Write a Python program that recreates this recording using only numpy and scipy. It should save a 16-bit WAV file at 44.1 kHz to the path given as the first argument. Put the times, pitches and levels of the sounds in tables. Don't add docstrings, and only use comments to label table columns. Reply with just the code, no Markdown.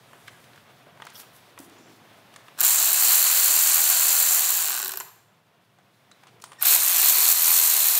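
import sys
import numpy as np
from scipy import signal
from scipy.fft import rfft, irfft
from scipy.io import wavfile
from scipy.ndimage import uniform_filter1d, minimum_filter1d

SR = 44100
rng = np.random.default_rng(int(sys.argv[2]) if len(sys.argv) > 2 else 0)


def amp(db):
    return 10 ** (np.asarray(db, float) / 20)


def write(x):
    x = np.atleast_2d(x).T
    wavfile.write(sys.argv[1], SR, np.round(np.clip(x, -1, 1) * 32767).astype(np.int16))


N = 352359
T = np.arange(N) / SR
TRIGGER_S, STOP_S = (2.565, 6.585), (4.99, 8.0)


def unit(x):
    return x / np.sqrt(np.mean(x ** 2))


def wander(seconds):
    return unit(uniform_filter1d(rng.standard_normal(N), int(seconds * SR)))


def response(points, lo=20, hi=32000.0):
    hz, db = np.transpose(points)
    f = np.maximum(np.fft.rfftfreq(8192, 1 / SR), 1)
    octaves_below = np.maximum(np.log2(max(lo, hz[0]) / f), 0)
    octaves_above = np.maximum(np.log2(f / min(hi, hz[-1])), 0)
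    curve = np.interp(np.log(f), np.log(hz), db) - 60 * (octaves_below + octaves_above)
    cepstrum = irfft(np.log(amp(np.maximum(curve, -120))))
    cepstrum[1:4096] *= 2
    cepstrum[4097:] = 0
    h = irfft(np.exp(rfft(cepstrum)))[:4096]
    return h / np.sqrt(np.sum(h ** 2))


def ring(x, h):
    return signal.oaconvolve(x, h)[:N]


def mode(x, hz, width):
    return signal.lfilter(*signal.iirpeak(hz, hz / width, SR), x) * np.sqrt(SR / np.pi / width)


def bursts(times, db, ms, rise_ms=.02):
    index = (np.asarray(times) * SR).astype(int)
    marks = np.bincount(index, amp(np.asarray(db)) ** 2, N)[:N]
    power = signal.lfilter([1], [1, -np.exp(-2000 / (ms * SR))], marks)
    power = uniform_filter1d(power, 1 + int(rise_ms * SR / 1000))
    return np.sqrt(np.abs(power)) * rng.standard_normal(N)


# level_db_per_hz at pitch_hz; columns pitch_hz, level_db_per_hz
FLOOR_SPECTRUM = [(15, -61), (25, -37.5), (48, -21.5), (85, -16), (111, 5), (142, 2.5), (287, -5.5),
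                  (613, -4), (702, -1), (804, -5.5), (1050, -5.5), (3120, -12.5), (7230, -24), (14600, -25),
                  (16300, -27.5)]
# low_hz, high_hz, level_db, duck_share [0-1], swell_db
FLOOR_LAYERS = [
    (20, 97, -73.5, 0.8, 3),
    (85, 200, -63.5, .35, -0.24),
    (208, 3500, -55.5, 0.81, 0),
    (3550, 16300, -63, 0.88, -0.45),
]
DUCK_DB, DUCK_ATTACK_S, DUCK_HOLD_S, RECOVER_DB_S = -11.5, 0.22, 0.61, 8.5
RUMBLE_CUT_DB = -11


def background():
    first, second = TRIGGER_S
    free = STOP_S[0] + DUCK_HOLD_S
    back = min(DUCK_DB + RECOVER_DB_S * (second - free), 0)
    duck = np.interp(T, (first, first + DUCK_ATTACK_S, free, second, second + DUCK_ATTACK_S),
                     (0, DUCK_DB, DUCK_DB, back, DUCK_DB))
    running = sum((T > a) * (T < b) * 1. for a, b in zip(TRIGGER_S, STOP_S))
    running = uniform_filter1d(running, SR // 4)
    out = np.zeros(N)
    for lo, hi, db, share, swell_db in FLOOR_LAYERS:
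        level = db + share * duck + swell_db * wander(0.73) + 1.1 * wander(0.054)
        if hi < 100:
            level += RUMBLE_CUT_DB * running
        out += ring(rng.standard_normal(N), response(FLOOR_SPECTRUM, lo, hi)) * amp(level)
    return out


# start_s, length_s,
# level_db, pitch_hz, width_hz
RUBS = [(0.266, 0.04, -53, 2400, 4000), (0.275, .018, -48, 2200, 350), (0.275, .018, -49, 3200, 500),
        (0.0, .7, -65, 9000, 10000), (0.99, .21, -57, 2300, 3300), (1.13, 0.11, -49, 13000, 8000),
        (1.19, 0.04, -44, 6700, 19000), (1.148, .028, -48, 3350, 600), (1.148, .025, -49, 5450, 600),
        (1.14, .09, -54, 5200, 2500), (1.14, .09, -57, 1100, 1200), (1.325, .075, -58, 12000, 8000),
        (1.585, .1, -56, 9900, 9900), (1.58, .5, -57, 285, 180), (1.7, .3, -65, 5500, 3000),
        (4.77, .3, -53, 385, 90), (6.25, 0.23, -64, 400, 150), (6.112, .022, -57, 3900, 300),
        (6.228, 0.023, -57, 1300, 2000), (6.268, 0.04, -58, 1800, 3300), (6.512, 0.027, -56, 1100, 1200),
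        (5.06, .05, -55, 1100, 500), (6.414, 0.016, -55, 7500, 8000), (6.44, 0.12, -60, 9200, 1000),
        (6.443, 0.027, -54, 4000, 8000)]


def rubs():
    out = np.zeros(N)
    grit = amp(2.0 * unit(uniform_filter1d(rng.standard_normal(N), 150)))
    for start, length, db, hz, width in RUBS:
        i = slice(int(start * SR), int((start + length) * SR))
        noise = rng.standard_normal(i.stop - i.start + 2048)
        noise = mode(mode(noise, hz, width), hz, width)[2048:]
        stroke = np.sin(np.pi * np.clip((T[i] - start) / length, 0, 1) ** 0.74)
        out[i] += amp(db) * grit[i] * unit(noise) * stroke
    return out


# start_s, level_db, pitch_hz
THUMPS = [(0.132, -43.5, 950), (0.281, -36.5, 1550), (0.441, -50, 2100), (0.533, -49, 1600),
          (0.559, -50, 1500), (0.577, -46, 1440), (0.869, -44, 600), (0.973, -50, 1020), (1.0, -39, 925),
          (1.021, -31, 1130), (1.05, -44, 842), (1.069, -34.5, 1290), (1.101, -50, 999), (1.233, -46, 1220),
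          (1.577, -39, 1110), (1.59, -44.5, 900), (1.599, -40, 270), (2.339, -46, 1545), (2.361, -37, 1195),
          (2.483, -42, 1190), (5.007, -34.5, 1040), (5.786, -55, 730), (6.114, -50.5, 1400),
          (6.235, -48, 840), (6.269, -48, 1110), (6.4, -52, 1350), (6.439, -37, 970), (6.518, -40.5, 1100),
          (6.531, -45, 1300)]


def thumps():
    out = np.zeros(N)
    start, level, pitch = np.transpose(THUMPS)
    puffs = bursts(start, level - 1, 4.6)
    for s, hz, db in zip(start, pitch, level):
        i = int(s * SR)
        puff = np.pad(puffs[i:int((s + .009) * SR)], (0, 2048))
        shape = response([(.75 * hz, -3), (hz, 0), (2.1 * hz, -7), (3.25 * hz, -14)])
        out[i:i + 2048] += ring(puff, shape)[:2048]
        t = T[:2048]
        decay = np.exp(-t * hz / 1.6)
        out[i:i + 2048] += amp(db + 3) * decay * np.sin(2 * np.pi * hz * t)
    return out


# start_s, level_db, top_db (sharp top re level)
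CLINKS = [(0.132, -60, 0), (0.279, -45, -3), (0.441, -57, 0), (0.559, -55, -2), (0.973, -61, -10),
          (1.02, -48, -6), (1.051, -46, -2), (1.067, -43.5, -7), (1.101, -46, -19), (1.352, -58, -2),
          (1.364, -53, 2), (1.576, -57, -2), (1.589, -41, 0), (1.602, -50, 8), (1.697, -52, -8),
          (2.339, -50.5, -5), (2.361, -39.5, -16), (2.483, -56, -10), (5.786, -62, -12),
          (6.114, -48.5, -25), (6.235, -56, -8), (6.27, -51, -24), (6.4, -58, -4), (6.421, -41, -8),
          (6.44, -35, -10), (6.519, -49, -12), (6.531, -47, -17)]


def clinks():
    start, mid, top = np.transpose(CLINKS)
    metal = response([(2500, -2.2), (4000, -1.5), (6000, 0.5), (9500, -1.2)])
    sharp = response([(9500, -0.033), (16000, -1.95)])
    return ring(bursts(start, mid - .5, 4), metal) + ring(bursts(start, mid + top + 4, 1.12), sharp)


# start_s, pitch_hz, level_db
WHISTLE = [(1.66, 6100, -84), (1.8, 7100, -66), (1.925, 7550, -69), (1.98, 6730, -72), (2.08, 6000, -77),
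           (2.14, 5600, -85)]


def whistle():
    s, hz, db = np.transpose(WHISTLE)
    level = np.interp(T, s, db, -200, -200) - 6 + 5.5 * wander(.008)
    pitch = np.interp(T, s, hz) * (1 + .006 * wander(0.0029))
    return amp(level) * np.sin(2 * np.pi * np.cumsum(pitch) / SR)


def hands():
    out = rubs() + thumps() + clinks() + whistle()
    out = signal.lfilter(*signal.butter(2, 130, "high", fs=SR), out)
    return np.array([out, amp(-10.5) * out])


# start_s, speed_hz (turns per s)
CRANK_SPEED = [
    [(2.58, 30), (2.7, 79), (2.9, 65.5), (3.04, 83.3), (4.35, 83.2), (4.69, 47.5), (4.8, 38), (4.9, 25.2),
     (4.975, 14.5)],
    [(6.6, 30), (6.65, 68), (6.71, 78), (6.97, 55), (7.02, 62), (7.08, 83), (7.57, 84), (7.75, 76),
     (7.99, 74)],
]
PAWL_DROP_S = (4.9726, 7.324)
RELEASE_S = (4.35, 8.0)
FULL_SPEED_HZ = 83.3


def crank(run):
    speed = np.interp(T, *np.transpose(CRANK_SPEED[run]))
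    turn = np.cumsum(speed) / SR
    turn -= turn[int(PAWL_DROP_S[run] * SR)]
    slack = FULL_SPEED_HZ / speed
    return speed, turn, slack, np.log2(slack) * (T > RELEASE_S[run])


# start_s, effort_db
LOAD = [
    [(2.64, 1.5), (2.73, -1), (2.81, -0.5), (2.95, -0.5), (3.14, 2), (3.3, 0.3), (4.45, -1), (4.75, -0.5),
     (4.99, -3.5)],
    [(6.65, 1.5), (6.75, 2), (6.9, 0), (7.09, 2), (7.32, 1.5), (7.5, 1), (7.99, -1)],
]
# start_s, drop_db
SLIPS = [(2.93, 0.5), (3.15, 1.5), (6.765, 4.5), (7.105, 2.5), (7.328, 5), (7.6, 1)]
# first_bolt_db, second_bolt_db, slowing_db (per octave of speed),
# effort_share [dB/dB], meshing_share [dB/dB]
VOICES = [
    (-35.5, -36, 5, 1.2, 0.73),
    (-32, -32.5, 6, 1.4, 0.75),
    (-25.5, -24.5, 8, 1, 1.1),
    (-21, -20.5, 7, 1.2, 1.2),
]


def part_levels(run, on, coasting, mesh):
    effort = np.interp(T, *np.transpose(LOAD[run]))
    for s, drop_db in SLIPS:
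        if on[int(s * SR)]:
            effort -= drop_db * (T > s) * np.exp(-np.abs(T - s) / 0.089)
    levels = []
    for *db, slowing, share, bite in VOICES:
        level = db[run] - slowing * coasting + share * effort + bite * mesh
        levels.append(amp(level + 0.75 * wander(.04)))
    return levels


# angle_turns, grip_db, gear_case_db, head_db, pawl_db
KNOCKS = [
    (0, -2, -1, -1, 0),
    (.31, 1, 1, 1, -6),
    (.61, 0, 0, -2, -9),
]
COASTING = [(0, -6, -1, -1, 0), (.375, 2, 1, 1, -6), (.745, -7, -6, -3, -5)]


def knock_plan(turn, on, coasting):
    whole = np.arange(np.floor(turn[on][-1]), turn[on][0], -1)
    lag = np.clip(1.6 * np.interp(whole, turn, coasting), 0, 1)[:, None, None]
    pattern = (1 - lag) * np.array(KNOCKS) + lag * np.array(COASTING)
    play = 0.016 * rng.standard_normal((len(whole), len(KNOCKS)))
    angle = whole[:, None] + pattern[..., 0] + play
    return np.interp(angle, turn, T).ravel(), pattern[..., 1:].reshape(-1, 4)


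def tooth_hits(turn, speed, slack):
    rotor_db = 3.5 * np.cos(2 * np.pi * 4 * turn)
    crank_db = 1.8 * np.cos(2 * np.pi * (turn - .1))
    return (rng.random(N) < 60 * speed / SR) * amp(rotor_db + crank_db) / slack ** 1.4


SHAKE = [
    [-23, -18, -21, -18, -19, -17, -23, -19, -15, -24, -24, -24, -23, -24, -26, -19],
    [-24, -16, -24, -17, -25, -21, -16, -18, -17, -20, -18, -20, -20, -24, -26, -24],
]


def grip_shake(run, turn):
    rock = turn + .01 * wander(0.033)
    shake = np.zeros(N)
    for k, db in enumerate(SHAKE[run], 2):
        shake += amp(db) * np.sin(2 * np.pi * (k * rock + rng.random()))
    return amp(-2.5) * shake


# teeth_per_turn, first_bolt_db, second_bolt_db
MESH = [(52.5, -22, -18), (57.8, -21, -20)]


def gear_mesh(run, turn):
    tone = np.zeros(N)
    for teeth_per_turn, *db in MESH:
        phase = 2 * np.pi * teeth_per_turn * turn
        tone += amp(db[run]) * (wander(.004) * np.sin(phase) + wander(.004) * np.cos(phase))
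    return tone


# knock_ms, scatter_db, rattle_db, room_db
PARTS = [
    (7.6, 2.5, 0, -10.5),
    (6.4, -1.5, -2, -8.5),
    (2.08, 4.5, -1, -7.5),
    (2.2, 5.5, -0.5, -8),
]
# pitch_hz, level_db_per_hz (gear case and pawl on each bolt)
GRIP = [(120, -70), (200, -26), (237, -52), (294, -11), (357, -6), (457, -40.5), (487, -7), (537, -14),
        (566, -6.5), (733, 0), (879, -6), (990, 1), (2600, 6.5), (3380, -17.5), (5720, -120)]
GEARCASE = [
    [(1530, -31), (2600, -16.5), (2910, -7.5), (3520, -9), (4340, -1.5), (4860, -7.5), (5100, -16), (6630, -32), (11200, -120)],
    [(1530, -41.5), (2600, -6.5), (3640, -0.5), (4320, 4), (5050, -9), (6630, -35.5), (11200, -120)],
]
HEAD = [(3000, -37), (5100, -8.5), (6820, -1.5), (9770, -1), (10300, -5.5), (13400, -32.5), (22000, -120)]
PAWL = [
    [(9800, -16), (10300, -9.5), (11200, -1.5), (12200, -1), (13100, 2.5), (13750, 1.5), (14600, -5), (15400, 2.5), (15800, -3.5)],
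    [(9800, -42.5), (10300, -11.5), (10900, 0), (12200, 2), (13100, 7.5), (13800, 5.5), (14700, -0.5), (15450, 5), (15800, -19)],
]
# pitch_hz, width_hz, first_bolt_db, second_bolt_db, slack_growth [exponent]
RINGS = [
    [(240, 20, -40, -39, .3), (365, 20, -28, -37, -1), (400, 22, -28, -27, .7), (430, 30, -36, -29, 0),
     (1470, 200, -10.5, -20, 1.5), (1150, 250, -20, -24, 1.9), (950, 250, -22, -22, 1.7)],
    [(5500, 500, -19, -17, 2.0), (3950, 350, -15, -18, 1.3)],
    [(7440, 300, -4.5, -22, .2)],
    [(12780, 8, -34, -34, 2.2), (12870, 5, -32, -33, 2.2), (12940, 5, -32, -32, 2.2),
     (13070, 8, -32, -32, 2.2), (13210, 9, -33, -33, 2.2)],
]


def parts(drives, run, slack):
    near = far = 0
    colours = (GRIP, GEARCASE[run], HEAD, PAWL[run])
    freedom = np.minimum(slack, 2.5)
    for drive, colour, rings, (*_, room_db) in zip(drives, colours, RINGS, PARTS):
        body = ring(drive, response(colour))
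        tones = np.zeros(N)
        for hz, width, *db, growth in rings:
            tones += amp(db[run]) * mode(drive * freedom ** growth, hz, width)
        near = near + body + tones
        far = far + amp(room_db) * (body + amp(-6) * tones)
    return np.array([near, far])


# start_s (after the pull), level_db
ENGAGE = [(0, -43), (.025, -13.5), (.055, -8.5), (.075, 0)]
# start_s, grip_db, gear_case_db, head_db, pawl_db
CLACKS = [(2.5977, -40, -37, -27, -28), (2.6057, -35.5, -30, -18, -7), (2.6124, -32, -28.5, -21, -10),
          (4.9178, -48, -40, -38, -23), (4.973, -45, -42, -39, -20), (5.001, -41, -49, -29.5, -30),
          (5.007, -46, -43, -38, -43), (5.082, -70, -53, -62, -63), (6.615, -36, -40.5, -34, -40),
          (6.6243, -38, -37, -31, -7), (6.63, -30.5, -31, -21, -17), (6.652, -29.5, -24.5, -27, -13),
          (7.028, -25.5, -24, -16, -30)]


def ratchet(run):
    on = (T >= TRIGGER_S[run]) & (T < STOP_S[run])
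    speed, turn, slack, coasting = crank(run)
    mesh = np.interp(T - TRIGGER_S[run], *np.transpose(ENGAGE))
    levels = part_levels(run, on, coasting, mesh)
    times, pattern = knock_plan(turn, on, coasting)
    free = times > RELEASE_S[run]
    blow = rng.standard_normal((times.size, 5))
    slow = np.interp(times, T, slack) ** 0.32
    teeth = tooth_hits(turn, speed, slack)
    clack_s, *clack_db = np.array([row for row in CLACKS if (row[0] > 6) == run]).T
    drives = []
    for k, (ms, scatter, rattle_db, _) in enumerate(PARTS):
        chance = 0.18 * blow[:, 4] + 0.54 * blow[:, k]
        hit_db = pattern[:, k] + scatter / slow ** 3 * chance
        knocks = bursts(times[~free], hit_db[~free], ms, .4)
        if free.any():
            knocks += bursts(times[free], hit_db[free], ms, 0.97)
        rattle = teeth * rng.standard_normal(N) * amp(1.7 * rng.standard_normal(N))
        drive = amp(0.84 * mesh) * knocks / knocks[on].std()
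        drive += amp(rattle_db) * rattle / rattle[on].std()
        drive *= on / np.sqrt(uniform_filter1d(drive ** 2, int(.11 * SR)) + 1e-9) * levels[k]
        drives.append(drive + bursts(clack_s, clack_db[k], ms))
    drives[0] += on * grip_shake(run, turn) * levels[0] / slack
    drives[1] += on * gear_mesh(run, turn) * levels[1] / slack ** 3
    return parts(drives, run, slack)


CHOPPER_S = (2.9, 6.582)
# pitch_hz, level_db
CHOPPER = [
    [(1841, -50), (3720, -57), (5556, -58), (7402, -52), (9205, -64), (11122, -62), (12893, -64), (14799, -72)],
    [(1836, -47), (3666, -61), (5518, -54), (7413, -59), (9254, -67), (11117, -68), (12888, -69)],
]


def chopper():
    t, out = T[:SR // 20], np.zeros(N)
    fade = np.interp(t, (0, .008, .02, .045), (0, 1, 1, 0))
    for s, lines in zip(CHOPPER_S, CHOPPER):
        whine = sum(amp(db + 0.5) * np.sin(2 * np.pi * hz * t) for hz, db in lines)
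        out[int(s * SR):][:len(t)] = whine * fade
    return out


def room(x):
    t = T[:SR // 2]
    low = rng.standard_normal(len(t)) * amp(-60 * t / 0.76)
    high = rng.standard_normal(len(t)) * amp(-60 * t / 0.38)
    low = signal.lfilter(*signal.butter(1, 3000, fs=SR), low)
    tail = (low + 0.92 * high) * np.clip(t / 0.013 - .3, 0, 1)
    return ring(x, tail / np.sqrt(np.sum(tail ** 2)))


def scene():
    near, far = hands() + ratchet(0) + ratchet(1)
    return (background() + near + room(far) + chopper())[None]


def band_limit(x):
    return signal.sosfilt(signal.butter(12, 16860, fs=SR, output="sos"), x)


def record(dry):
    top_cut = signal.ellip(10, .2, 45, 15720, fs=SR, output="sos")
    x = signal.sosfilt(top_cut, dry)
    gain = minimum_filter1d(np.minimum(1, .74 / (np.abs(x) + 1e-9)), size=89)
    mix = x * uniform_filter1d(gain, size=45)
    return band_limit(mix)


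dry = scene()
out = record(dry)
write(out)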